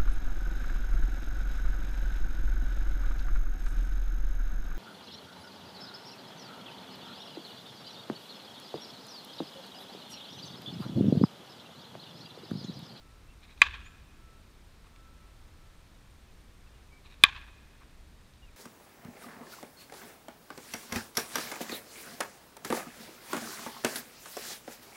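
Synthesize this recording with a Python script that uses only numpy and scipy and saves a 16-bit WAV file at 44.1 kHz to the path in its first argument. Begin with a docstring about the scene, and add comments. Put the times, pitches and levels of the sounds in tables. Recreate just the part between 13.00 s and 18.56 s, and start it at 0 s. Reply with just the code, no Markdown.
"""Batting practice on an open ball field, the camera's microphone close to the batter.
A low outdoor rumble, a faint far whine and a few distant birds are there from the start.
The batter's shoe scuffs the turf as he strides, and at 0.6 s the bat cracks against the ball, near
enough to overload the input; cage, fences and stands throw the crack back. His kit ticks, something
knocks far off, and at 4.2 s he hits a second pitch. The field then settles back to rumble and birds."""
import sys
import numpy as np
from scipy.fft import rfft, irfft, next_fast_len
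from scipy.io import wavfile
from scipy.ndimage import map_coordinates

SR = 44100
rng = np.random.default_rng(int(sys.argv[2]) if len(sys.argv) > 2 else 0)


def wav_out(sig):
    """Save sig, one row per channel (or a flat mono array), as 16-bit PCM at SR to the path in sys.argv[1]."""
    wavfile.write(sys.argv[1], SR, np.round(np.clip(np.atleast_2d(sig).T, -1, 1) * 32767).astype(np.int16))


N = 245195
TIME = np.arange(N) / SR

# Bat meets ball. Each row: start in seconds, ring gain in dB, crack level in dB, crack pitch in Hz,
# crack length in seconds, thump level in dB, off-centre tilt in dB per octave, wash gain in dB,
# cage echo gain in dB.
HITS = [(0.6172, 4.5, -6.5, 2002, 0.0015, -27.5, 1.5, 3, -28),
        (4.2370, 6, 4, 3472, 0.00092, -21, 2.5, 1.8, -22)]
# Colour of a shoe on turf, lent to the other rubs and the whoosh. Each row: frequency in Hz, gain in dB.
RUB_COLOUR = [(300, -20.5), (800, -7.5), (1120, 0.5), (1400, -7), (1700, -3), (2000, -6), (2450, 3),
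              (3000, -10), (3800, 2.5), (4600, -10), (7000, -13.5), (14000, -23)]


def amp(db):
    """Decibels to amplitude."""
    return 10 ** (np.asarray(db) / 20)


def unit(x):
    """x scaled to rms 1."""
    return x / np.sqrt(np.mean(x ** 2) + 1e-20)


def along(points, hz):
    """Read (Hz, value) points at hz, on a log frequency axis."""
    freqs, values = np.transpose(points)
    return np.interp(np.log(hz + 1), np.log(freqs + 1), values)


def wobble(rate):
    """A smooth random curve, rate knots a second."""
    return map_coordinates(rng.standard_normal(int(N * rate / SR) + 4), [TIME * rate])


def filtered(x, response):
    """x through a filter whose gain is response(hz)."""
    size = next_fast_len(N + 8192)
    return irfft(rfft(x, size) * response(np.fft.rfftfreq(size, 1 / SR)), size)[:N]


def noise(colour_db):
    """Noise of rms 1 with the spectral shape colour_db(hz)."""
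    return unit(filtered(rng.standard_normal(N), lambda hz: amp(colour_db(hz))))


def add(out, s, x):
    """Mix x into out from second s on."""
    part = out[round(s * SR):][:len(x)]
    part += x[:len(part)]


def rubs(events, focus_db=3, grit_db=3.0):
    """Gritty noise bursts. Each event: centre in seconds, level in dB, width in seconds, pitch in Hz."""
    out = np.zeros(N)
    for s, db, width, pitch in events:
        rub = noise(lambda hz: along(RUB_COLOUR, hz) - focus_db * np.log2((hz + 1) / pitch) ** 2)
        out += amp(db) * np.exp(-.5 * ((TIME - s) / width) ** 2) * rub
    return out * unit(amp(grit_db * wobble(500)))


def camera_ticks(tick_hz=8550, tick_db=-76, frame_hz=29.97):
    """Right at the microphone, the camera's electronics chirp faintly once a frame."""
    gate = np.cos(np.pi * frame_hz * (TIME - .005)) ** 8
    return amp(tick_db) * gate * noise(lambda hz: -20 * np.log10(1 + ((hz - tick_hz) / 120) ** 2))


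def outdoor_air(level_db=-54, gust_db=0.6):
    """All around the field, a rumble that heaves with the breeze and a smooth hiss of trees."""
    # Colour of the open air. Each row: frequency in Hz, relative noise density in dB.
    air_colour = [(10, -11.5), (22, 0), (38, -1), (65, -3), (105, -11), (230, -17), (450, -23.5),
                  (750, -26.5), (1120, -26), (2000, -29), (2550, -30), (3000, -32), (3760, -31),
                  (4600, -34), (15000, -45.5)]
    air = amp(level_db) * noise(lambda hz: along(air_colour, hz))
    rumble = filtered(air, lambda hz: 1 / (1 + (hz / 200) ** 2))
    hiss = air - rumble
    return hiss + rumble * amp(gust_db * wobble(2))


def far_whine(pitch_hz=1324, octave_db=-14, flutter_db=1.26, half_width_s=.1):
    """Far off, a fluttering tone and its weaker octave come and go in swells."""
    # Swells of the whine. Each row: peak time in seconds, level in dB.
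    swells = [(.1, -69), (.87, -68.5), (1.31, -66.5), (2.05, -66), (2.25, -69), (2.69, -73)]
    phase = 2 * np.pi * np.cumsum(pitch_hz + 5 * wobble(22)) / SR
    tone = np.sqrt(2) * (np.sin(phase) + amp(octave_db + 3 * wobble(10)) * np.sin(2 * phase))
    level = np.max([amp(db) / (1 + ((TIME - s) / half_width_s) ** 2) for s, db in swells], axis=0)
    return level * amp(flutter_db * wobble(25)) * tone


def birds(arch=1.08, waver=0.01, flutter_db=4.0):
    """Distant slurred whistles: each glides along an arch that levels off at its highest pitch."""
    # Each row: start in seconds, length in seconds, level in dB, middle pitch in Hz, glide in octaves.
    whistles = [(.28, .06, -64.5, 2710, .04), (0.808, .14, -69.5, 7000, .21),
                (3.26, 0.065, -69, 2570, -0.13), (3.665, .022, -67.5, 2650, -.14),
                (3.737, .075, -66.5, 2770, -0.28), (3.905, 0.092, -61.5, 2300, .025),
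                (5.42, 0.082, -63, 2710, -.33)]
    out, drift, flutter = np.zeros(N), wobble(150), wobble(45)
    for s, length, db, pitch, glide in whistles:
        u = np.linspace(-.5, .5, int(length * SR))  # position about the whistle's middle
        here = round(s * SR) + np.arange(len(u))
        octaves = glide * u - arch * abs(glide) * u ** 2
        hz = pitch * 2 ** octaves * (1 + waver * drift.take(here, mode="clip"))
        level = amp(db + flutter_db * flutter.take(here, mode="clip"))
        fade = np.sqrt(np.abs(np.cos(np.pi * u)))
        add(out, s, level * fade * np.sin(2 * np.pi * np.cumsum(hz) / SR))
    return out


def far_knocks(width_s=.012, pitch_hz=650):
    """Dull knocks, a long way from the microphone."""
    # Each row: time in seconds, level in dB.
    knocks = [(1.863, -60.5), (4.822, -59.5)]
    return rubs([(s, db, width_s, pitch_hz) for s, db in knocks])


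def kit_ticks(width_s=0.0018):
    """Close by, the batter's kit gives small ticks."""
    # Each row: time in seconds, level in dB, pitch in Hz.
    ticks = [(.579, -53, 2000), (1.962, -61, 3800), (2.951, -62, 4000), (5.338, -62, 6500)]
    return rubs([(s, db, width_s, pitch) for s, db, pitch in ticks])


def stride(pitch_hz=2300):
    """The batter's front shoe scuffs the turf as it lands before every hit."""
    # Toe, then heel. Each row: lead on the hit in seconds, level in dB, width in seconds.
    footfalls = [(0.1745, -56, .012), (.112, -58.5, 0.0215)]
    return rubs([(s - lead, db, width, pitch_hz) for s, *_ in HITS for lead, db, width in footfalls])


def swing(whoosh_db=-57, rise_s=0.026, wake_db=-48.0, wake_s=.055, wake_hz=46):
    """The barrel's rush of air peaks at contact; its wake then buffets the microphone."""
    swell = sum(np.exp(-np.abs(TIME - s) / rise_s) for s, *_ in HITS)
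    wake_ages = [np.maximum(TIME - s, 0) / wake_s for s, *_ in HITS]
    buffet = sum(np.sqrt(age * np.exp(1 - age)) for age in wake_ages)
    whoosh = amp(whoosh_db) * swell * noise(lambda hz: along(RUB_COLOUR, hz))
    wake = amp(wake_db) * buffet * noise(lambda hz: -12 * np.log2((hz + 1) / wake_hz) ** 2)
    return whoosh + wake


def cage_echo(cracks, delay_s=.0122):
    """The nearby cage frame mirrors each crack once."""
    out = np.zeros(N)
    for s, *_, cage_db in HITS:
        add(out, s + delay_s, amp(cage_db) * cracks[round(s * SR):][:SR])
    return out


def field_echoes(onset_s=0.0066, loss_db_per_doubling=6.5, near_s=0.22, linger_hz=2485):
    """Rough surfaces scatter each crack in a thinning wash, out of which the large walls stand."""
    # Colour of the scattered crack. Each row: frequency in Hz, gain in dB.
    scatter = [(200, -34), (720, -22), (930, -10), (1110, -2), (1250, -11.5), (1480, -8), (1670, 1.5),
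               (1900, -9.5), (2280, -8), (2490, 0.5), (2850, -11), (3500, -6), (5000, -24.5), (6800, -29),
               (9000, -42.5), (15000, -60)]
    # Fences and stands. Each row: delay in seconds, level over the wash in dB, spread in seconds.
    walls = [(.024, 0, 0.0032), (.052, 5.5, .0035), (.094, 1, .004), (.131, 9, 0.0097), (.19, 2.5, .017),
             (.25, 6.5, 0.005)]
    out, t = np.zeros(N), np.arange(SR) / SR
    doublings = np.log2(np.maximum(t / onset_s, 1))
    wash = amp(-26 - loss_db_per_doubling * doublings) * np.minimum(t / onset_s, 1) ** 2 * (1 - t)
    wall_power = sum(amp(db) ** 2 * np.exp(-.5 * ((t - delay) / spread) ** 2)
                     for delay, db, spread in walls)
    near_share = np.exp(-t / near_s)
    # on the longer paths the barrel's main note stands out and the treble is lost
    late_db = lambda hz: 5 / (1 + ((hz - linger_hz) / 70) ** 2) - 4.5 * hz / 5000
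    for s, *_, wash_db, _ in HITS:
        paths = rng.standard_normal(N) * amp(2.0 * wobble(500) + 0.6 * wobble(70))  # lumps and flutter
        near = unit(filtered(paths, lambda hz: amp(along(scatter, hz))))[:SR]
        far = unit(filtered(paths, lambda hz: amp(along(scatter, hz) + late_db(hz))))[:SR]
        blend = near_share * near + (1 - near_share) * far
        add(out, s, amp(wash_db) * wash * np.sqrt(1 + wall_power) * blend)
    return out


def bat(build_s=0.0019, barrel_hz=2465, thump_hz=360, thump_t60=0.0085, snap_db=-32, snap_t60=0.0075):
    """Close up, the ball's short contact gives a crack and a push of air, and the barrel rings briefly."""
    # The bat's modes. Each row: frequency in Hz, relative level in dB, seconds to fall by 60 dB.
    modes = [(967, -21, .0133), (1137, -21.5, .052), (1345, -25.5, 0.025), (1646, -2, .0111),
             (2098, -13, .0256), (2458, 6.5, 0.013), (2830, -24, .026), (3065, -13, 0.023),
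             (3500, -9, .0135), (3940, -12, 0.014), (4800, -15, .013), (6750, -24, 0.00914)]
    out, t = np.zeros(N), np.arange(SR // 8) / SR
    for s, ring_db, crack_db, crack_hz, crack_s, thump_db, off_centre, *_ in HITS:
        ring = np.zeros(len(t))
        for k, (hz, db, t60) in enumerate(modes):
            # an off-centre blow feeds the modes far from the barrel's main note
            level = amp(db + off_centre * abs(np.log2(hz / barrel_hz)) - 60 * t / t60)
            ring += (-1) ** k * level * np.sin(2 * np.pi * hz * t)  # neighbours move in opposite senses
        ring *= 1 - np.exp(-(t / build_s) ** 2)
        age = t / crack_s
        crack = age ** 3 * np.exp(3 * (1 - age)) * np.sin(2 * np.pi * crack_hz * t)
        thump = amp(-60 * t / thump_t60) * np.sin(2 * np.pi * thump_hz * t)
        snap = amp(snap_db - 60 * t / snap_t60) * rng.standard_normal(len(t))  # leather slaps the barrel
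        add(out, s, amp(ring_db) * ring + amp(crack_db) * crack + amp(thump_db) * thump + snap)
    return out


def scene():
    """The close batter, his echoes and the field behind him, on one microphone."""
    cracks = bat()
    echoes = cage_echo(cracks) + field_echoes()
    batter = swing() + stride() + kit_ticks()
    background = far_knocks() + birds() + outdoor_air() + far_whine() + camera_ticks()
    return (background + batter + echoes + cracks)[None]


def record(dry, ceiling=.96, knee=5.5, top_hz=15500):
    """The cracks overload the input, which flattens their peaks; a steep band limit cuts the top."""
    flattened = dry[0] / (1 + np.abs(dry[0] / ceiling) ** knee) ** (1 / knee)
    return filtered(flattened, lambda hz: 1 / np.sqrt(1 + (hz / top_hz) ** 160))[None]


dry = scene()
out = record(dry)
wav_out(out)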